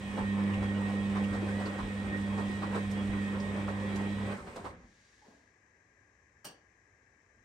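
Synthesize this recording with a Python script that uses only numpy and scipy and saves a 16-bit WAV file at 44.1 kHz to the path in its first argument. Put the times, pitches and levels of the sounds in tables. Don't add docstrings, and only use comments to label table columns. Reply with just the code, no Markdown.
import sys
import numpy as np
from scipy import signal
from scipy.fft import rfft, irfft, next_fast_len
from scipy.io import wavfile
from scipy.ndimage import uniform_filter1d

SR = 44100
rng = np.random.default_rng(int(sys.argv[2]) if len(sys.argv) > 2 else 0)


def transcribe(signal):
    frames = np.atleast_2d(signal).T
    limited = np.clip(frames, -1, 1)
    pcm = np.round(limited * 32767).astype(np.int16)
    wavfile.write(sys.argv[1], SR, pcm)


N = 328104
TIME = np.arange(N) / SR
BUZZ_HZ = 99.93
MOTOR_OFF_S, DRUM_STOP_S = 4.35, 4.71
CUTOFF_HZ = 15800

# start_s, second_line_db [200 Hz], first_line_db [100 Hz]
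MOTOR_LOAD = [(0.0, -43, -53), (0.31, -32.5, -40), (0.47, -30.5, -41), (0.53, -34.5, -35),
              (0.94, -33.5, -42), (1.25, -31.5, -42), (1.34, -37, -41.5), (1.57, -35, -41),
              (1.75, -42, -48), (2.4, -34, -40.5), (2.51, -36, -48), (2.56, -39, -45), (3.12, -34, -40.5),
              (3.23, -35.5, -44.5), (3.76, -38, -42), (4.0, -34.5, -42), (4.28, -39, -41.5),
              (4.33, -39.5, -47)]
# [re the 200 Hz line, before a common gain]
UPPER_HUM_LINES = [(3, -14.5), (4, -24.5)]


def hum():
    second_db, first_db = in_time(MOTOR_LOAD)
    phase = 2 * np.pi * BUZZ_HZ * TIME
    first = from_db(first_db + 3.5) * np.cos(phase + 0.05 * drift(1.7))
    second = from_db(second_db + 3.5) * np.cos(2 * phase + 0.065 * drift(6.9))
    upper = np.zeros(N)
    for multiple, db in UPPER_HUM_LINES:
        gain = from_db(second_db + db + 2.0 + 2 * drift(5.6))
        upper += gain * np.cos(multiple * phase + 0.14 * drift(5.1))
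    running = until(MOTOR_OFF_S + 0.014, 0.012)
    return (first * pan(-0.053) + (second + upper) * pan(-3.5)) * running


def load_swing():
    load_db, _ = in_time(MOTOR_LOAD)
    return load_db - load_db[TIME < MOTOR_OFF_S].mean()


# start_s, pitch_hz
COMMUTATOR_RATE = [(0, 1815), (0.07, 1740), (0.17, 1722), (0.3, 1761), (0.35, 1690), (0.41, 1730),
                   (0.48, 1703), (0.58, 1802), (0.65, 1737), (0.79, 1820), (0.84, 1743), (0.89, 1813),
                   (0.96, 1757), (1.0, 1795), (1.07, 1745), (1.11, 1714), (1.16, 1705), (1.25, 1770),
                   (1.34, 1760), (1.39, 1720), (1.45, 1672), (1.55, 1814), (1.61, 1840), (1.67, 1860),
                   (1.76, 1780), (1.83, 1808), (1.95, 1714), (2.01, 1800), (2.1, 1730), (2.19, 1804),
                   (2.3, 1690), (2.48, 1845), (2.55, 1870), (2.61, 1788), (2.68, 1835), (2.73, 1788),
                   (2.83, 1742), (2.9, 1662), (3.0, 1654), (3.17, 1869), (3.22, 1730), (3.29, 1765),
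                   (3.37, 1685), (3.47, 1667), (3.59, 1714), (3.64, 1688), (3.72, 1825), (3.76, 1763),
                   (3.84, 1700), (4.02, 1813), (4.12, 1772), (4.18, 1827), (4.23, 1816), (4.33, 1892)]
# multiple [of the rate], level_db, strongest_sideband [order], sideband_loss_db [per order]
COMMUTATOR_TONES = [(1, 0.5, 0.82, 5.5), (1.5, -3, -0.25, 0.35), (2, -6, -0.021, 0)]
WHINE_LEVEL_DB, WHINE_FOLLOWS = -50.5, 0.17
CHATTER_RAD, CHATTER_PER_S = 1.6, 24
WHINE_WET, WHINE_T60 = .35, .16


def whine(flutter_hz=4, waver_db=2.5):
    hz, = in_time(COMMUTATOR_RATE)
    phase = 2 * np.pi * np.cumsum(hz + flutter_hz * drift(13)) / SR
    tones = np.zeros(N)
    for multiple, db, strongest, loss_db in COMMUTATOR_TONES:
        spread_rad = CHATTER_RAD * np.sqrt(max(multiple - 1, 0))
        for order in range(-4, 5):
            gain = from_db(db - loss_db * abs(order - strongest) + waver_db * drift(8))
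            chatter = spread_rad * drift(CHATTER_PER_S)
            sideband = 2 * np.pi * (order * BUZZ_HZ * TIME + rng.random())
            tones += gain * np.sin(multiple * phase + chatter + sideband)
    level = from_db(WHINE_LEVEL_DB + WHINE_FOLLOWS * load_swing()) * until(MOTOR_OFF_S, 0.023)
    return level * casing(tones + WHINE_WET * room(tones, WHINE_T60))


def brushes(level_db=-58, pulsing=0.18):
    bursts = white() * (1 + pulsing * np.cos(2 * np.pi * BUZZ_HZ * TIME))
    return from_db(level_db) * casing(bursts) * until(MOTOR_OFF_S, 0.046)


# pitch_hz, width_hz, level_db
CASING_MODES = [(1716, 28, -6.5), (1813, 34, -0.5), (1861, 19, 5), (1921, 32, 3.5), (2283, 52, -5.5),
                (2519, 32, -0.5), (2680, 20, -8.5), (2893, 13, -4), (2946, 22, -12.5), (3113, 28, -4.5),
                (3278, 27, -2.5), (3430, 50, -7), (3590, 67, -15), (3940, 61, -6.5)]


def casing(x, leak_db=-19):
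    rings = np.zeros(N)
    for k, (hz, width_hz, db) in enumerate(CASING_MODES):
        rings += (-1) ** k * from_db(db) * resonate(x, hz, width_hz)
    return rms_one(band(rings + from_db(leak_db) * x, 1450, 4300))


# start_s, level_db
SLOSH_SURGES = [(0.1, -47.5), (0.2, -39.5), (0.3, -49), (0.39, -41), (0.72, -43.5), (0.78, -40.5),
                (1.05, -45.5), (1.15, -42), (1.62, -42), (1.74, -43.5), (2.04, -44.5), (2.15, -41.5),
                (2.24, -46.5), (2.33, -41.5), (2.56, -44.5), (2.75, -41.5), (2.87, -48), (2.98, -40),
                (3.06, -46.5), (3.14, -39.5), (3.2, -45), (3.33, -43), (3.44, -44), (3.58, -41),
                (3.79, -44.5), (3.88, -42), (4.05, -41.5), (4.16, -47), (4.3, -39.5), (4.42, -43)]
# [per Hz, relative]
SLOSH_SPECTRUM = [(230, -6), (330, -4), (520, -5.5), (700, -10), (1050, -11.5), (1500, -12), (2100, -14),
                  (3300, -27), (4500, -33.5)]
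SLAP_SPECTRUM = [(150, -43), (300, 0.5), (1000, -4.5), (1450, -3.5), (2100, -15.5), (4000, -16)]
SPRAY_SPECTRUM = [(2000, 9), (3200, 1.5), (5000, 0), (7000, -2.5), (8500, 3.5), (9500, -7), (10500, -15.5),
                  (15800, -18.5)]
SPRAY_DB = -58
# start_s, peak_db, thud_db [re peak], pitch_hz [trapped air], pocket_db [re peak]
LANDINGS = [(0.18, -33.5, 5.5, 845, -4), (0.395, -38.5, -12, 1131, -12.5), (0.63, -35.5, 2, 1000, -9),
            (0.891, -36.5, -13, 753, -7), (1.162, -33, -19, 1038, -7), (1.342, -31.5, -18, 471, -8),
            (1.424, -37, -4, 318.4, -5.5), (1.484, -45, -18, 1559, -0.5), (1.608, -33, -17, 553, -12.5),
            (1.668, -32, -3, 1315, -20), (1.79, -32, -18, 1030, -10), (2.388, -32.5, 8, 517, -20),
            (2.629, -31.5, -5, 1048, -9.5), (2.728, -39, 1, 950, -3), (2.757, -27, -5, 430, -9),
            (3.575, -41, -13, 779, -12), (3.685, -31, -12, 555, -11.5), (4.277, -41, -9, 540, -2),
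            (4.318, -34.5, -18, 1530, -12.5), (4.38, -46, -15, 1280, -4.5), (4.477, -39, 1, 1040, -12),
            (4.568, -35, -6, 690, -12), (4.654, -31.5, -22, 1040, -12.5)]


def wash_load():
    s, peak_db, thud_db, _, _ = np.transpose(LANDINGS)

    slosh_db, = in_time(SLOSH_SURGES)
    froth = bubbles(per_s=1100, spread_db=2.8, cycles=18, low_hz=250, high_hz=2400)
    churned = churn(patchy_db=2.5, rate=10) + .5 * (froth + room(froth, t60=0.2))
    water = from_db(slosh_db) * colour(in_drum(churned), SLOSH_SPECTRUM)

    squelch_bubbles = bubbles(per_s=1600, spread_db=3.0, cycles=12.5, low_hz=293.0, high_hz=2215, count=14)
    squelch = white() + 0.41 * squelch_bubbles
    landing = swells(s - .013, peak_db - 8.0, rise_s=0.017, t60=0.14)
    slaps = landing * even(colour(in_drum(squelch), SLAP_SPECTRUM), span_s=0.018) + pockets()

    thud_swells = swells(s - .004, peak_db + thud_db - 10.0, rise_s=0.0068, t60=0.079)
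    thuds = thud_swells * rms_one(band(white(), 180, 420))

    fine_bubbles = bubbles(per_s=1500, spread_db=-1.5, cycles=5.9, low_hz=3240, high_hz=14200, count=10)
    fizz = white() + 0.48 * fine_bubbles
    wet = agitation(follows=0.67) * until(DRUM_STOP_S, 0.04)
    spray_level = from_db(SPRAY_DB + 0.86 * drift(8)) * wet + from_db(-24.5) * landing
    spray = spray_level * colour(fizz, SPRAY_SPECTRUM)
    return ears(water * agitation() + slaps + thuds) * pan(-0.004) + ears(spray) * pan(0.79)


POCKET_WIDTH, POCKET_RISE_S, POCKET_T60 = 0.077, 0.0099, 0.17


def pockets():
    out, age = np.zeros(N), np.arange(SR // 4) / SR
    shape = (1 - np.exp(-age / POCKET_RISE_S)) * from_db(-60 * age / POCKET_T60)
    for s, peak_db, _, hz, db in LANDINGS:
        noise = rng.standard_normal(len(age))
        note = resonate(resonate(noise, hz, POCKET_WIDTH * hz), hz, hz)
        add(out, s - .006, from_db(peak_db + db) * shape / shape.max() * even(note, span_s=0.032))
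    return out


# pitch_hz, width_hz, level_db [before the hollow share]
DRUM_MODES = [(384, 23, -11.5), (513, 24, 2), (576, 49, 1), (775, 39, 3), (903, 41, 3), (1048, 80, 4),
              (1300, 13, -10)]


def in_drum(x, hollow=0.84):
    return x + hollow * sum(from_db(db) * resonate(x, hz, width_hz) for hz, width_hz, db in DRUM_MODES)


COAST_LOSS_DB, SETTLE_DB_PER_S = 7, 117


def agitation(follows=1):
    coast = 1 - until(MOTOR_OFF_S + 0.017, 0.059)
    rest_s = np.maximum(TIME - DRUM_STOP_S, 0)
    return from_db(-follows * (COAST_LOSS_DB * coast + SETTLE_DB_PER_S * rest_s))


# start_s, ring_db [before a common lift], pitch_hz, tick_db
DRUM_TAPS = [(0.535, -45, 2550, -60), (1.237, -47, 2663, -56.5), (1.656, -49.5, 4450, -73),
             (2.91, -68, 3290, -52), (3.399, -52.5, 4970, -75), (3.957, -59, 2820, -50),
             (4.559, -64, 4000, -57)]


def taps(ring_db=3, ring_t60=0.1, tick_t60=.075):
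    out, age = np.zeros(N), np.arange(SR // 5) / SR
    for s, db, hz, _ in DRUM_TAPS:
        chatter = rng.standard_normal(len(age)) ** 3
        ring = even(resonate(resonate(chatter, hz, hz / 6), hz, hz / 2), span_s=.02)
        add(out, s, from_db(db + ring_db - 60 * age / ring_t60) * ring)
    s, _, _, tick_db = np.transpose(DRUM_TAPS)
    ticks = swells(s, tick_db, rise_s=0.0024, t60=tick_t60)
    return out + ticks * rms_one(band(white(), 3800, 8900))


# start_s, level_db [before the rock and boom gains]
TUB_BUMPS = [(0.19, -47), (0.56, -44), (1.28, -45), (1.38, -52), (1.8, -44), (2.37, -50), (3.081, -45.5),
             (4.82, -63), (5.98, -77), (7.36, -73)]
# [per Hz, relative]
TUB_SPECTRUM = [(32, -7), (45, -8), (62, 1.5), (85, -4), (135, -6), (170, -3), (230, 0), (400, -32.5)]
RUMBLE_DB = -46


def tub(rock_db=1.5, boom_db=2):
    s, db = np.transpose(TUB_BUMPS)
    turning = from_db(RUMBLE_DB + drift(2.84)) * agitation(follows=0.71) * colour(white(), TUB_SPECTRUM)
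    rocking = swells(s, db + rock_db, rise_s=0.025, t60=0.27) * rms_one(band(white(), 35, 76))
    boom_spectrum = [(60, -17.0), (115, 5.5), (160, -20.0), (240, -1.0)]
    boom = swells(s, db + boom_db, rise_s=0.02, t60=0.21) * colour(white(), boom_spectrum)
    return turning + rocking + boom


# [per Hz, relative]
DRAIN_SPECTRUM = [(1500, 4.5), (3200, 3.5), (6500, 5), (9000, -8), (16000, -34)]
# start_s, level_db [before the gulp gain], pitch_hz [at the start]
SUMP_GULPS = [(5.22, -52.5, 825), (5.244, -56, 916), (5.263, -53, 400), (5.283, -46.5, 220),
              (5.284, -57, 630), (5.308, -53, 268)]
GULP_S = 0.004


def draining(trickle_db=-69, gulp_db=4):
    trickle = colour(white(), DRAIN_SPECTRUM) * (1 - until(4.84, 0.19)) * until(5.39, 0.17)
    gulps, age = np.zeros(N), np.arange(SR // 6) / SR
    swell = age / GULP_S * np.exp(-age / GULP_S)
    for s, db, hz in SUMP_GULPS:
        rising = np.sin(2 * np.pi * hz * age * (1 + 2 * age))
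        add(gulps, s, from_db(db + gulp_db) * rising * swell)
    froth = bubbles(per_s=370, spread_db=-7.0, cycles=13, low_hz=280, high_hz=990, count=10)
    gulps += swells([5.24], [-65], rise_s=0.036, t60=0.33) * froth
    return from_db(trickle_db) * trickle + gulps + room(gulps, t60=0.53)


# start_s, level_db
RELAY_BOUNCES = [(6.444, -44.5), (6.451, -60), (6.463, -62)]
# [per Hz, relative]
CLACK_SPECTRUM = [(59, -36), (100, -3), (775, -7), (1620, -7), (2080, -11), (3100, -9), (3740, -19),
                  (4610, -9), (7840, -14), (8330, -6), (8750, 1), (9400, -40), (12100, -45)]
# pitch_hz, width_hz, level_db [re the ring level]
PANEL_MODES = [(457, 60, -10), (780, 40, -6), (1130, 140, -7), (1640, 93, -4), (2940, 230, -2.5),
               (4600, 240, -3), (5740, 220, -5)]


def relay(ring_db=-52, ring_t60=0.37, damping=0.11):
    s, db = np.transpose(RELAY_BOUNCES)
    rattle = colour(white() * white(), CLACK_SPECTRUM)
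    snap = swells(s, db, rise_s=0.0027, t60=0.18) * even(rattle, span_s=0.014)
    edge = swells(s, db - 8.5, rise_s=0.0019, t60=0.14) * rms_one(band(white(), 11200, CUTOFF_HZ))
    ring = np.zeros(N)
    for hz, width_hz, mode_db in PANEL_MODES:
        mode_t60 = ring_t60 * (hz / PANEL_MODES[0][0]) ** -damping
        mode = even(resonate(resonate(white(), hz, width_hz), hz, hz / 2), span_s=.02)
        ring += swells(s[:1], [ring_db + mode_db], rise_s=0.0052, t60=mode_t60) * mode
    tail = swells(s[:1], [-58], rise_s=0.019, t60=0.47) * rms_one(band(rattle, 125, 930))
    return snap + edge + ring + tail


# [per Hz, relative]
QUIET_SPECTRUM = [(28, -25), (60, -3.5), (78, -7), (100, -1.5), (140, -12.5), (420, -11.5), (700, -17),
                  (1200, -19)]
HISS_SPECTRUM = [(600, -24), (1100, -8), (1450, -11), (1630, 2), (1880, -1), (2100, -4.5), (2400, -8.5),
                 (3000, -24.5), (4500, -25.5), (5700, -18), (7400, -18.5), (8200, -27.5), (15000, -59)]


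def background(low_db=-71, hiss_db=-71):
    low = from_db(low_db) * ears(colour(white(), QUIET_SPECTRUM))
    hiss = from_db(hiss_db) * ears(colour(white(), HISS_SPECTRUM)) * pan(11.0)
    return low + hiss


# frequency_hz, likeness [correlation, 0 to 1]
SIDE_LIKENESS = [(60, 1), (150, 0.79), (280, 0.87), (550, 0.66), (1100, 0.09), (2200, 0.04), (4500, 0.31),
                 (9000, 0.11)]


def ears(x, t60=0.069):
    size = next_fast_len(N, True)
    hz = np.arange(size // 2 + 1) * SR / size
    alike = np.clip(at_hz(SIDE_LIKENESS, hz), -1, 1)
    mid = np.sqrt((1 + alike) / 2) * rfft(x, size)
    side = np.sqrt((1 - alike) / 2) * rfft(room(x, t60), size)
    return irfft([mid + side, mid - side], size)[:, :N]


def room(x, t60):
    age = np.arange(SR // 2) / SR
    tail = rng.standard_normal(len(age)) * from_db(-60 * age / t60)
    return signal.fftconvolve(x, tail / np.linalg.norm(tail))[:N]


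def bubbles(per_s, spread_db, cycles, low_hz, high_hz, count=20):
    out = np.zeros(N)
    for hz in np.geomspace(low_hz, high_hz, count):
        when, size, chance, sign = rng.random((1500, 4)).T
        born = chance < per_s * N / SR / count / len(chance)
        strength = from_db(spread_db * np.minimum(-np.log(size), 4))
        clicks = np.full(N, 1e-18)
        clicks[(when * N).astype(int)] = strength * np.sign(sign - .5) * born
        out += resonate(clicks, hz, 2 * hz / cycles)
    return rms_one(out)


def churn(patchy_db, rate, count=11):
    noises, edges = [white(), white()], np.geomspace(180, 5600, count + 1)
    out = np.zeros(N)
    for k in range(count):
        patch = from_db(patchy_db * drift(rate))
        out += band(noises[k % 2], edges[k], edges[k + 1]) * patch
    return rms_one(out)


def swells(times, levels_db, rise_s, t60):
    power, age = np.zeros(N), np.arange(SR // 2) / SR
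    shape = (1 - np.exp(-age / rise_s)) * from_db(-60 * age / t60)
    for s, db in zip(times, levels_db):
        add(power, s, (from_db(db) * shape / shape.max()) ** 2)
    return np.sqrt(power)


def resonate(x, hz, width_hz):
    r = np.exp(-np.pi * width_hz / SR)
    zeros = np.array([1, 0, -1]) * (1 - r * r) / 2
    poles = [1, -2 * r * np.cos(2 * np.pi * hz / SR), r * r]
    return signal.lfilter(zeros, poles, x)


def colour(x, spectrum):
    size = next_fast_len(N, True)
    hz = np.arange(size // 2 + 1) * SR / size
    outside = np.clip(hz / spectrum[0][0], 0, 1) * np.clip(spectrum[-1][0] / (hz + 1), 0, 1)
    shaped = rfft(x, size) * from_db(at_hz(spectrum, hz)) * outside ** 4
    return rms_one(irfft(shaped, size)[:N])


def band(x, low_hz, high_hz):
    sos = signal.butter(2, [low_hz, min(high_hz, .45 * SR)], "band", fs=SR, output="sos")
    return signal.sosfilt(sos, x)


def white():
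    return rng.standard_normal(N)


def drift(rate):
    knots = rng.standard_normal(N // 40)
    return rms_one(np.interp(TIME * rate * 2, np.arange(len(knots)), knots))


def even(x, span_s):
    return x / np.sqrt(np.abs(uniform_filter1d(x ** 2, int(span_s * SR))) + 1e-12)


def rms_one(x):
    return x / np.sqrt(np.mean(x ** 2) + 1e-20)


def until(end_s, fade_s):
    return .5 - .5 * np.tanh((TIME - end_s) / fade_s)


def in_time(rows):
    s, *columns = np.transpose(rows)
    return [np.interp(TIME, s, c) for c in columns]


def at_hz(points, hz):
    f, value = np.transpose(points)
    return np.interp(np.log(hz + 1e-3), np.log(f), value)


def from_db(db):
    return 10 ** (np.asarray(db) / 20)


def pan(db):
    return from_db(np.array([[db], [-db]]) / 2)


def add(out, s, sound):
    part = out[..., max(round(s * SR), 0):][..., :sound.shape[-1]]
    part += sound[..., :part.shape[-1]]


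def scene():
    motor = hum() + ears(whine() + brushes()) * pan(-3.0)
    machine = ears(taps() + tub() + draining() + relay()) * pan(-1.0)
    return motor + wash_load() + machine + background()


def record(dry):
    return signal.sosfilt(signal.ellip(10, .1, 80, CUTOFF_HZ, fs=SR, output="sos"), dry)


dry = scene()
out = record(dry)
transcribe(out)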